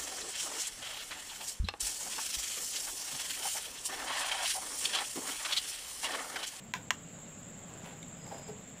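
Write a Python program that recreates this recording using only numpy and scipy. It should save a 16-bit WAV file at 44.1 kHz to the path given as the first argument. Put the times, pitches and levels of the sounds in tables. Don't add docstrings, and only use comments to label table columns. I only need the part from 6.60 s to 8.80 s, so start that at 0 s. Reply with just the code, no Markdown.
import sys
import numpy as np
from scipy import signal
from scipy.io import wavfile
from scipy.ndimage import uniform_filter1d, minimum_filter1d

SR = 44100
rng = np.random.default_rng(int(sys.argv[2]) if len(sys.argv) > 2 else 0)


def wav_out(sig):
    wavfile.write(sys.argv[1], SR, np.round(np.clip(np.atleast_2d(sig).T, -1, 1) * 32767).astype(np.int16))


N = 97020
TIME = np.arange(N) / SR


def amp(db):
    return 10 ** (np.asarray(db) / 20)


def unit(x):
    return x / np.sqrt(np.mean(x ** 2) + 1e-20)


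def unit_energy(x):
    return x / np.linalg.norm(x)


def decay(t, t60):
    return np.exp(-np.log(1000) * t / t60)


def at_hz(points, hz):
    f, value = np.transpose(points)
    return np.interp(np.log(hz + 1), np.log(f), value)


def curve(points):
    return np.interp(TIME, *np.transpose(points))


def add(mix, s, sound):
    part = mix[max(round(s * SR), 0):][:len(sound)]
    part += sound[:len(part)]


def high_pass(x, hz, order=2):
    return signal.sosfilt(signal.butter(order, hz, "high", fs=SR, output="sos"), x)


def colour(x, points, size=2048):
    log_gain = np.log(amp(at_hz(points, abs(np.fft.fftfreq(size, 1 / SR)))))
    spectrum = np.exp(np.conj(signal.hilbert(log_gain)))
    taps = np.fft.ifft(spectrum).real[:size // 2]
    return signal.fftconvolve(x, unit_energy(taps))[:len(x)]


def wander(width_hz):
    noise = rng.standard_normal(N) + 1j * rng.standard_normal(N)
    band = 1 / (1 + (2 * np.fft.fftfreq(N, 1 / SR) / width_hz) ** 4) ** .5
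    z = np.fft.ifft(noise * band)
    return z / np.std(z)


def fuzzy_tone(hz, width_hz):
    carrier = np.exp(2j * np.pi * np.cumsum(hz * np.ones(N)) / SR)
    return unit((wander(width_hz) * carrier).real)


def grains(per_s, spread_db):
    size = amp(spread_db * np.minimum(rng.exponential(1, N), 4))
    sign = rng.choice([-1, 1], N)
    struck = rng.random(N) < per_s / SR
    return unit(size * sign * struck)


# (frequency [Hz], T60 [s])
ROOM_T60 = [(200, 0.44), (1000, 0.27), (2000, 0.11), (3500, 0.19), (7000, 0.15), (15000, 0.25)]
ROOM_DELAY_S = 0.0014


def room(x, size=256):
    hz, t, z = signal.stft(rng.standard_normal(SR // 2), SR, nperseg=size)
    fade = decay(t, at_hz(ROOM_T60, hz)[:, None])
    tail = signal.istft(z * fade, SR, nperseg=size)[1]
    tail[:round(ROOM_DELAY_S * SR)] = 0
    return signal.fftconvolve(x, unit_energy(tail))[:N]


# (frequency [Hz], level [dB])
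AIR_COLOUR = [(25, -10), (60, -22), (110, 3), (170, -1.5), (240, 0.5), (350, -12), (560, -8.5), (900, -17),
              (1300, -17), (2200, -19), (3500, -22), (4600, -30), (6000, -32), (8100, -26.5), (9500, -39.5),
              (15500, -41.5)]
# (time [s], level [dB])
AIR_LEVEL = [(0, -2.5), (.5, -1), (2.2, -1)]
AIR_DB, AIR_PATCH_DB = -50, 1
HUM_HZ, HUM_WIDTH_HZ, HUM_DB = 170, 19, -58.5


def air(size=1024):
    hz, t, z = signal.stft(rng.standard_normal(N), SR, nperseg=size)
    patches = uniform_filter1d(rng.standard_normal(z.shape), size=10, axis=0)
    patches = unit(uniform_filter1d(patches, size=6, axis=1))
    gain = amp(at_hz(AIR_COLOUR, hz)[:, None] + AIR_PATCH_DB * patches)
    wash = signal.istft(z * gain, SR, nperseg=size)[1][:N]
    hum = amp(HUM_DB) * fuzzy_tone(HUM_HZ, HUM_WIDTH_HZ)
    return amp(curve(AIR_LEVEL)) * (amp(AIR_DB) * unit(wash) + hum)


# (time [s], rate [strokes/s])
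RASP_RATE = [(0, 10.5), (1.1, 10.5), (1.65, 9.5), (2.2, 10.4)]
# (frequency [Hz], level [dB])
RASP_COLOUR = [(7000, -40), (9500, -6), (12000, 3), (14500, -7), (16000, 3)]
RASP_FIRST_S, RASP_DB = .043, -67.5


def bush_cricket():
    turns = np.cumsum(curve(RASP_RATE)) / SR - RASP_FIRST_S * RASP_RATE[0][1]
    swell = np.cos(np.pi * turns) ** 2
    return amp(RASP_DB) * swell * colour(rng.standard_normal(N), RASP_COLOUR)


CHIRP_FROM_S, CHIRP_TO_S, CHIRP_RISE_S, CHIRP_FALL_S = 1.555, 1.94, 0.065, 0.045
CHIRP_HZ, CHIRP_WIDTH_HZ, CHIRP_DB = 5030, 230, -65
CHIRP_PULSES_PER_S, CHIRP_DEPTH = 30, 0.33


def low_cricket():
    rise = (TIME - CHIRP_FROM_S) / CHIRP_RISE_S
    fall = (CHIRP_TO_S - TIME) / CHIRP_FALL_S
    gate = np.clip(np.minimum(rise, fall), 0, 1)
    pulses = 1 + CHIRP_DEPTH * np.cos(2 * np.pi * CHIRP_PULSES_PER_S * (TIME - CHIRP_FROM_S))
    return amp(CHIRP_DB) * gate * pulses * fuzzy_tone(CHIRP_HZ, CHIRP_WIDTH_HZ)


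# (pitch [Hz], width [Hz], level before the trill gain [dB],
# lag [strokes], modulation depth [0-1], pitch fall per stroke [Hz])
CRICKETS = [(7475, 325, -56.5, -0.051, 0.6, -150), (7623, 240, -61, 0.21, 0.54, 76),
            (7084, 340, -59.5, 0.21, 0.67, 131), (6780, 420, -64, -0.34, 0.24, 157)]
# (time [s], level [dB])
TRILL = [(0, -5), (.35, -1.5), (.55, 0.5), (.75, 1), (1.3, -1), (1.48, 1), (2.2, -0.5)]
STROKES_PER_S, STROKE_S = 20.02, .034


def crickets():
    out = np.zeros(N)
    for hz, width, db, lag, depth, fall_hz in CRICKETS:
        turns = (TIME - STROKE_S) * STROKES_PER_S - lag
        swell = unit(1 + np.clip(depth, 0, 1) * np.cos(2 * np.pi * turns))
        glide_hz = hz - fall_hz * (turns - np.round(turns))
        out += amp(db) * swell * fuzzy_tone(glide_hz, width)
    return out * amp(curve(TRILL))


# (time [s], level relative to SLIDE_DB [dB])
SLIDE = [(1.04, -21.5), (1.13, -8), (1.19, -13), (1.225, -10.5), (1.25, -4), (1.31, -10), (1.37, -19),
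         (1.62, -27), (1.665, -4.5), (1.695, -12), (1.73, -2.5), (1.80, -6), (1.86, -16.5), (1.895, -0.5),
         (1.94, -26), (2.0, -31)]
# (frequency [Hz], level [dB])
SLIDE_COLOUR = [(100, -7), (300, -2.5), (520, 0), (760, 2.5), (980, -2.5), (1250, -10.5), (3200, -17.5),
                (4800, -20), (15500, -30)]
SLIDE_DB, SLIPS_PER_S = -46, 1800
SLIP_SPREAD_DB = 4
# (time [s], level [dB])
GRIT = [(1.225, -76), (1.25, -55.5), (1.31, -61.5), (1.37, -72), (1.70, -86), (1.715, -54), (1.76, -67.5),
        (1.80, -66), (1.85, -74), (1.895, -65), (1.96, -74)]
# (frequency [Hz], level [dB])
GRIT_COLOUR = [(500, -18), (1500, 3), (3000, 3.5), (4800, -11), (9000, -8.5), (15500, -27)]
GRITS_PER_S = 800


def sliding():
    slips = colour(grains(SLIPS_PER_S, SLIP_SPREAD_DB), SLIDE_COLOUR)
    grit = colour(grains(GRITS_PER_S, SLIP_SPREAD_DB), GRIT_COLOUR)
    return amp(SLIDE_DB + curve(SLIDE)) * slips + amp(curve(GRIT)) * grit


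# (time [s], level [dB])
TICKS = [(1.2103, -37), (1.244, -28.5), (1.2625, -35), (1.308, -40), (1.332, -40), (1.4284, -23.5),
         (1.6630, -33)]
# (frequency [Hz], level [dB])
TICK_COLOUR = [(200, -23), (1000, -11), (1700, -7), (2200, 10), (2700, -9), (3600, 6), (4700, -10),
               (6000, -3), (9000, -15.5), (15500, -20)]
TICK_T60 = 0.0097


def ticks(out):
    t = TIME[:SR // 10]
    for s, db in TICKS:
        burst = rng.standard_normal(len(t)) * decay(t, TICK_T60)
        add(out, s, amp(db) * colour(unit_energy(burst), TICK_COLOUR))


# (time [s], length [s], level [dB], mean pitch [Hz])
JUDDERS = [(1.709, .028, -39.5, 755), (1.884, .03, -41, 430)]
JUDDER_WOBBLE, JUDDER_WOBBLE_HZ = .16, 300
JUDDER_OVERTONE_DB = -17.5


def judders(out):
    for s, length, db, hz in JUDDERS:
        arch = signal.windows.tukey(round(length * SR), .7)
        wobble = JUDDER_WOBBLE * wander(JUDDER_WOBBLE_HZ).real[:len(arch)]
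        phase = 2 * np.pi * np.cumsum(hz * (1 + wobble)) / SR
        tone = np.sin(phase) + amp(JUDDER_OVERTONE_DB) * np.sin(2 * phase)
        add(out, s, amp(db) * arch * tone)


# (time [s], level [dB], pitch [Hz])
BUMPS = [(0.9184, -42, 139), (1.235, -39, 170), (1.53, -53, 142), (1.777, -43.5, 161), (1.91, -38.5, 170)]
BUMP_RISE_S = 0.0038


def bumps(out):
    t = TIME[:SR // 10]
    for s, db, hz in BUMPS:
        swell = t / BUMP_RISE_S * np.exp(1 - t / BUMP_RISE_S)
        add(out, s, -amp(db) * swell * np.sin(2 * np.pi * hz * t))


HANDLING_ROOM_DB = -7.5


def handling():
    out = sliding()
    ticks(out)
    judders(out)
    bumps(out)
    return out + amp(HANDLING_ROOM_DB) * room(out)


# (time [s], crack level [dB], rattle level relative to the snap's own click [dB], # rattle fade
# time [s], room level relative to ROOM_DB [dB])
SNAPS = [(.1381, -1, -2.5, 0.0019, 2), (.3063, 4.5, -0.5, 0.0034, -7)]
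# (frequency [Hz], level [dB])
SNAP_COLOUR = [(200, -47), (450, -29), (700, -0.5), (1400, 0), (2000, 5.5), (2650, -1), (3300, -3),
               (4500, -14), (5600, -9.5), (7000, -4), (9500, -25), (15500, -24.5)]
# (frequency [Hz], T60 [s], level under first switch [dB], level under second switch [dB])
BOX = [(665, 0.014, -39, -38.5), (896, 0.014, -31, -18), (1017, 0.044, -22, -24), (1390, .016, -25, -27),
       (1900, 0.016, -32.5, -13.5), (2250, 0.026, -24, -42), (2870, 0.0081, -29, -17),
       (3330, 0.015, -31, -23), (4050, 0.0098, -26, -44), (5700, 0.012, -52, -50),
       (7000, 0.0052, -40, -24.5)]
RATTLE_FADE_DB = -8
SETTLE_S, SETTLE_DB, SETTLE_T60 = .1524, -17, .022
ROOM_DB, RING_TO_ROOM = -10.5, .25
ROOM_TREBLE_DB, ROOM_TREBLE_HZ = -10, 8000
BOX_CUT_HZ = 715


def switches():
    direct, to_room, t = np.zeros(N), np.zeros(N), TIME[:SR // 5]
    for k, (s, db, rattle_db, rattle_s, room_db) in enumerate(SNAPS):
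        rattle = rng.standard_normal(len(t)) * amp(RATTLE_FADE_DB * t / rattle_s)
        rattle *= (t > .0005) * (t < 2 * rattle_s)
        click = t == 0
        crack = amp(db) * colour(click + amp(rattle_db) * unit_energy(rattle), SNAP_COLOUR)
        ring = np.zeros(len(t))
        for hz, t60, *levels in BOX:
            ring += amp(levels[k]) * decay(t, t60) * np.sin(2 * np.pi * hz * t)
        add(direct, s, crack + ring)
        add(to_room, s, amp(ROOM_DB + room_db) * (crack + RING_TO_ROOM * ring))
    knock = rng.standard_normal(len(t)) * decay(t, SETTLE_T60)
    add(direct, SETTLE_S, amp(SETTLE_DB) * colour(unit_energy(knock), SNAP_COLOUR))
    treble_tail = room(high_pass(to_room, ROOM_TREBLE_HZ))
    tail = room(to_room) + amp(ROOM_TREBLE_DB) * treble_tail
    return high_pass(direct + tail, BOX_CUT_HZ, order=3)


def scene():
    background = air() + bush_cricket() + low_cricket() + crickets()
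    return (background + handling() + switches())[None]


LIMIT_DB, MAX_DUCK_DB, LOOK_AHEAD_S = -31, 7, 0.014
EDGE_HZ = 15700


def record(dry):
    over_db = 20 * np.log10(abs(dry[0]) + 1e-9) - LIMIT_DB
    gain_db = -np.clip(over_db, 0, MAX_DUCK_DB)
    ahead = round(LOOK_AHEAD_S * SR)
    gain_db = minimum_filter1d(gain_db, ahead, origin=-(ahead // 2))
    gain_db = uniform_filter1d(gain_db, size=128)
    low_pass = signal.firwin(301, EDGE_HZ, window=("kaiser", 8), fs=SR)
    return signal.oaconvolve(dry * amp(gain_db), low_pass[None], "same")


dry = scene()
out = record(dry)
wav_out(out)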